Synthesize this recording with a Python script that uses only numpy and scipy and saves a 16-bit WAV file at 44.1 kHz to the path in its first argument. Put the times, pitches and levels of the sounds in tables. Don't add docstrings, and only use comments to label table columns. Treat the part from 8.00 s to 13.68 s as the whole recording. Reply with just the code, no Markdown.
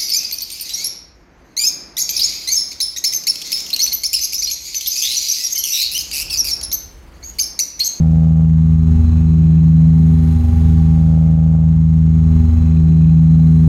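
import sys
import numpy as np
from scipy import signal
from scipy.fft import rfft, irfft, next_fast_len
from scipy.io import wavfile
from scipy.ndimage import uniform_filter1d, minimum_filter1d

SR = 44100
rng = np.random.default_rng(int(sys.argv[2]) if len(sys.argv) > 2 else 0)


def voltage_ratio(level):
    return 10 ** (np.asarray(level, float) / 20)


def output_pcm(signal):
    pcm = np.clip(np.atleast_2d(signal).T, -1, 1) * 32767
    wavfile.write(sys.argv[1], SR, np.round(pcm).astype(np.int16))


N = 250487

# (frequency [Hz], density [dB per Hz])
ROAR_SHAPE = [(20, -19), (40, -2), (100, 3), (180, -0.5), (260, -11.5), (400, -22.5), (600, -27.5),
              (850, -27), (1000, -32), (2000, -39), (3500, -42), (4700, -48), (6600, -44), (8500, -53.5),
              (11500, -62), (13300, -54), (15500, -55.5)]
# (time [s], change [parts per thousand])
TURBINE_SPEED = [(0, -.1), (.5, 0.37), (1.6, .0), (2.8, -.3), (3.5, .3), (4.6, -0.38), (5.68, -0.62)]
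WHINE_HZ = [779.5, 2083, 6620, 7339, 7660, 8615, 13320, 14600]
# (peak level [dB], phase swing by the drone [rad])
WHINE_LEVELS = [(-53, .1), (-65, 0.16), (-58, 0.45), (-72.5, 1.7), (-71, 2.6), (-76.5, 1.2), (-68.5, 1.5),
                (-81.5, 0.2)]
# (frequency [Hz], width [Hz], level [dB])
SLAP_MODES = [(464, 110, 5.5), (680, 330, 0), (1220, 400, -12)]
PANEL_MODES = [(805.5, 26, 4), (890, 43, -12)]
LOW_BUZZ_MODES = [(2500, 70, 1.5), (2730, 60, -5), (3700, 120, -10)]
HIGH_BUZZ_MODES = [(4020, 45, 0), (4075, 70, -1), (4165, 70, -3), (4280, 90, -16), (8200, 200, -14)]
# (resting level [dB], woken level [dB],
# offset near minus far [blade turns], half width [blade turns], abruptness [no unit])
SLAP_WAKING = (-58, -32.5, .055, .088, 20)
PANEL_WAKING = (-52, -43, .95, .16, 8)
LOW_BUZZ_WAKING = (-70, -56.5, .48, .14, 10)
HIGH_BUZZ_WAKING = (-65, -57.5, .54, .3, 4)
RATTLE_WAKING = (-64, -51.5, .9, .17, 7)
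TICKS_WAKING = (-80, -61, .79, .12, 25)
# (start [s], end [s], swing [dB])
LIMP = (4.7, 5.5, 4.2)
# (frequency [Hz], peak level [dB])
UPPER_ORDERS = [(480, -54.5), (640, -53), (840, -56), (960, -58.5), (1040, -62), (1160, -53), (1300, -62),
                (1500, -64), (1650, -69), (1900, -65), (2900, -74.5)]
CREST_SHIFT = [(0, 0), (.3, -.16), (.67, -.27), (.93, .04), (1, 0)]
# (near order [count], far order [count], level [dB], lag [turns])
SUM_TONES = [(1, 1, -39, -.41), (2, 1, -37, .01), (1, 2, -40.5, -.38), (2, 2, -44, -.17), (3, 1, -50, .36),
             (1, 3, -59, .32), (4, 1, -53, .03), (3, 2, -51, .4), (1, 4, -47.5, .4), (2, 3, -46.5, .42)]
# (order [count], near level [dB], near lag [turns],
# far level [dB], far lag [turns], shake depth [share, negative = in opposition])
LOW_ORDERS = [(1, -8, 0.093, -24, 0.25, 0.41), (2, -7.9, 0.1445, -7.5, 0.3524, -0.11),
              (3, -38, -0.52, -18.5, -0.43, .03), (4, -43, -.19, -40.5, -.12, -0.054),
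              (5, -48.5, .42, -43, -0.021, 0.074)]
# (time [s], near blade rate [Hz], far blade rate [Hz], airframe shake [Hz])
SPEEDS = [(0.0, 80.302, 80.062, 23.601), (0.947, 80.254, 79.841, 23.743), (1.893, 80.206, 79.855, 23.264),
          (2.84, 80.09, 79.855, 24.323), (3.787, 80.134, 79.949, 24.099), (4.733, 80.486, 80.062, 22.665),
          (5.68, 79.846, 79.647, 24.698)]


def unit(x):
    return x / np.sqrt(np.mean(x ** 2) + 1e-20)


def in_time(rows):
    s, *columns = np.transpose(rows)
    return [np.interp(np.arange(N) / SR, s, c) for c in columns]


def at_hz(points, hz):
    table_hz, db = np.transpose(points)
    return np.interp(np.log(hz), np.log(table_hz), db)


def drift(rate_hz):
    hop = 40
    r = np.exp(-2 * np.pi * rate_hz * hop / SR)
    noise = rng.standard_normal(N // hop + 2002)
    slow = signal.lfilter([1], [1, -2 * r, r * r], noise)[2000:]
    return np.interp(np.arange(N) / hop, np.arange(len(slow)), unit(slow - slow.mean()))


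def resonate(x, hz, width_hz):
    r = np.exp(-np.pi * width_hz / SR)
    poles = [1, -2 * r * np.cos(2 * np.pi * hz / SR), r * r]
    return signal.lfilter([(1 - r * r) / 2, 0, (r * r - 1) / 2], poles, x)


def band_pass(x, order, low_hz, high_hz):
    return signal.sosfilt(signal.butter(order, [low_hz, high_hz], "band", fs=SR, output="sos"), x)


def roar(push):
    size = next_fast_len(N)
    hz = np.maximum(np.fft.rfftfreq(size, 1 / SR), 10)
    shaped = rfft(rng.standard_normal(size)) * voltage_ratio(at_hz(ROAR_SHAPE, hz))
    strain = uniform_filter1d(push ** 2, SR // 8) ** 0.091
    return strain * voltage_ratio(-23.5) * unit(irfft(shaped, size)[:N])


def turbine(push):
    change = in_time(TURBINE_SPEED)[0] + 0.15 * drift(4.0)
    run_s = np.cumsum(1 + change / 1000) / SR
    out = 0
    for hz, (db, swing) in zip(WHINE_HZ, WHINE_LEVELS):
        out = out + voltage_ratio(db) * np.sin(2 * np.pi * hz * run_s + swing * push)
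    return out


def ring(x, modes):
    out = 0
    for k, (hz, width_hz, db) in enumerate(modes):
        out = out + voltage_ratio(db) * (-1) ** k * unit(resonate(x, hz, width_hz))
    return unit(out)


def knocks(turns, shake, shake_db, spread_db):
    passes = np.diff(np.floor(turns), append=np.floor(turns[-1])) > 0
    strength = voltage_ratio(shake_db * shake + spread_db * rng.standard_normal(N))
    return unit(passes * strength) + 1e-18


def woken(slip, rest_db, woken_db, at_turns, half_turns, abrupt):
    close = np.cos(2 * np.pi * (slip - at_turns)) - np.cos(2 * np.pi * half_turns)
    return voltage_ratio(rest_db + (woken_db - rest_db) / (1 + np.exp(-abrupt * close)))


def panel(crest, slip, late_shake, chatter):
    blows = knocks(crest + 0.415, late_shake, shake_db=2.0, spread_db=1.5)
    slap = ring(resonate(resonate(blows, 800, 400), 620, 500), SLAP_MODES)
    ringing = ring(0.8 * chatter - blows, PANEL_MODES)
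    return woken(slip, *SLAP_WAKING) * slap + woken(slip, *PANEL_WAKING) * ringing


def buzz(slip, taps, raps, low_chatter, high_chatter):
    low = ring(taps + 0.4 * low_chatter, LOW_BUZZ_MODES)
    high = ring(high_chatter + 0.9 * raps, HIGH_BUZZ_MODES)
    return woken(slip, *LOW_BUZZ_WAKING) * low + woken(slip, *HIGH_BUZZ_WAKING) * high


def rattle(slip, raps, chatter):
    return woken(slip, *RATTLE_WAKING) * unit(band_pass(chatter + 0.31 * raps, 1, 1200, 4500))


def ticks(crest, slip, shake, chatter):
    clicks = knocks(crest + 0.2, shake, shake_db=0.1, spread_db=3.5) + 1.1 * chatter
    return woken(slip, *TICKS_WAKING) * unit(band_pass(clicks, 2, 7000, 12500))


def trim(crest, slip, shake, late_shake):
    burst = np.exp(1.2 * np.cos(2 * np.pi * (crest + 0.55)) + 0.11 * shake)
    chatter = unit(burst) * rng.standard_normal((3, N))
    start_s, end_s, swing_db = LIMP
    seconds = np.arange(N) / SR
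    limping = (seconds > start_s) & (seconds < end_s)
    strong_weak = np.cos(np.pi * np.floor(crest))
    limp = voltage_ratio(swing_db * limping * strong_weak)
    taps = limp * knocks(crest + 0.67, late_shake, shake_db=1.0, spread_db=3.5)
    raps = limp * knocks(crest + 0.77, late_shake, shake_db=1.0, spread_db=2.5)
    out = panel(crest, slip, late_shake, chatter[0])
    out = out + buzz(slip, taps, raps, chatter[0], chatter[1])
    return out + rattle(slip, raps, chatter[2]) + ticks(crest, slip, shake, chatter[2])


def upper_orders(crest, far):
    out = 0
    crest_turn, far_turn = np.exp(2j * np.pi * crest), np.exp(2j * np.pi * far)
    first = len(LOW_ORDERS) + 1
    crest_order, far_order = crest_turn ** (first - 1), far_turn ** (first - 1)
    for order in range(first, 37):
        crest_order, far_order = crest_order * crest_turn, far_order * far_turn
        lags = np.exp(2j * np.pi * rng.random(2))
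        pair = (lags[0] * crest_order + 0.32 * lags[1] * far_order).real
        level = voltage_ratio(at_hz(UPPER_ORDERS, order * SPEEDS[0][1]))
        out = out + level * (1 + 0.13 * drift(0.6)) * pair
    return out


def sum_tones(near, far):
    out = 0
    for near_order, far_order, db, lag in SUM_TONES:
        out = out + voltage_ratio(db) * np.cos(2 * np.pi * (near_order * near + far_order * far + lag))
    return out


def drone(near, far, shake):
    out = 0
    for order, near_db, near_lag, far_db, far_lag, depth in LOW_ORDERS:
        pair = voltage_ratio(near_db) * np.cos(2 * np.pi * (order * near + near_lag))
        pair = pair + voltage_ratio(far_db) * np.cos(2 * np.pi * (order * far + far_lag))
        out = out + pair * (1 + depth * shake)
    return out


def scene():
    near, far, shake_turns = [np.cumsum(hz) / SR for hz in in_time(SPEEDS)]
    shake = np.cos(2 * np.pi * (shake_turns + 0.24))
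    late_shake = np.cos(2 * np.pi * (shake_turns + 0.24 - 0.53))
    low = drone(near, far, shake)
    push = unit(low)
    slip = near - far
    crest = near + np.interp(slip % 1, *np.transpose(CREST_SHIFT))
    pumped = np.exp(0.13 * push + 0.17 * shake)
    weak = roar(push) + turbine(push) + upper_orders(crest, far)
    mix = low + sum_tones(near, far) + weak * pumped + trim(crest, slip, shake, late_shake)
    return mix[None]


def roll_off(x):
    return signal.sosfilt(signal.butter(12, 15600, fs=SR, output="sos"), x)


def record(dry):
    drive_db, ceiling, release_db_per_s, lookahead_s, fade_s = -0.5, 0.707, 47.5, 0.0056, 0.002
    x = voltage_ratio(drive_db) * dry
    over_db = np.maximum(20 * np.log10(np.abs(x[0]) / ceiling + 1e-9), 0)
    ramp = release_db_per_s * np.arange(N) / SR
    ahead = max(int(lookahead_s * SR), 1)
    held = np.maximum.accumulate(over_db + ramp) - ramp
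    held = -minimum_filter1d(-held, 2 * ahead + 1)
    duck_db = uniform_filter1d(uniform_filter1d(held, ahead), ahead)
    from_end = np.minimum(np.arange(N), np.arange(N)[::-1])
    fade = np.minimum(from_end / (fade_s * SR), 1) ** 2
    return roll_off(x * voltage_ratio(-duck_db) * fade)


dry = scene()
out = record(dry)
output_pcm(out)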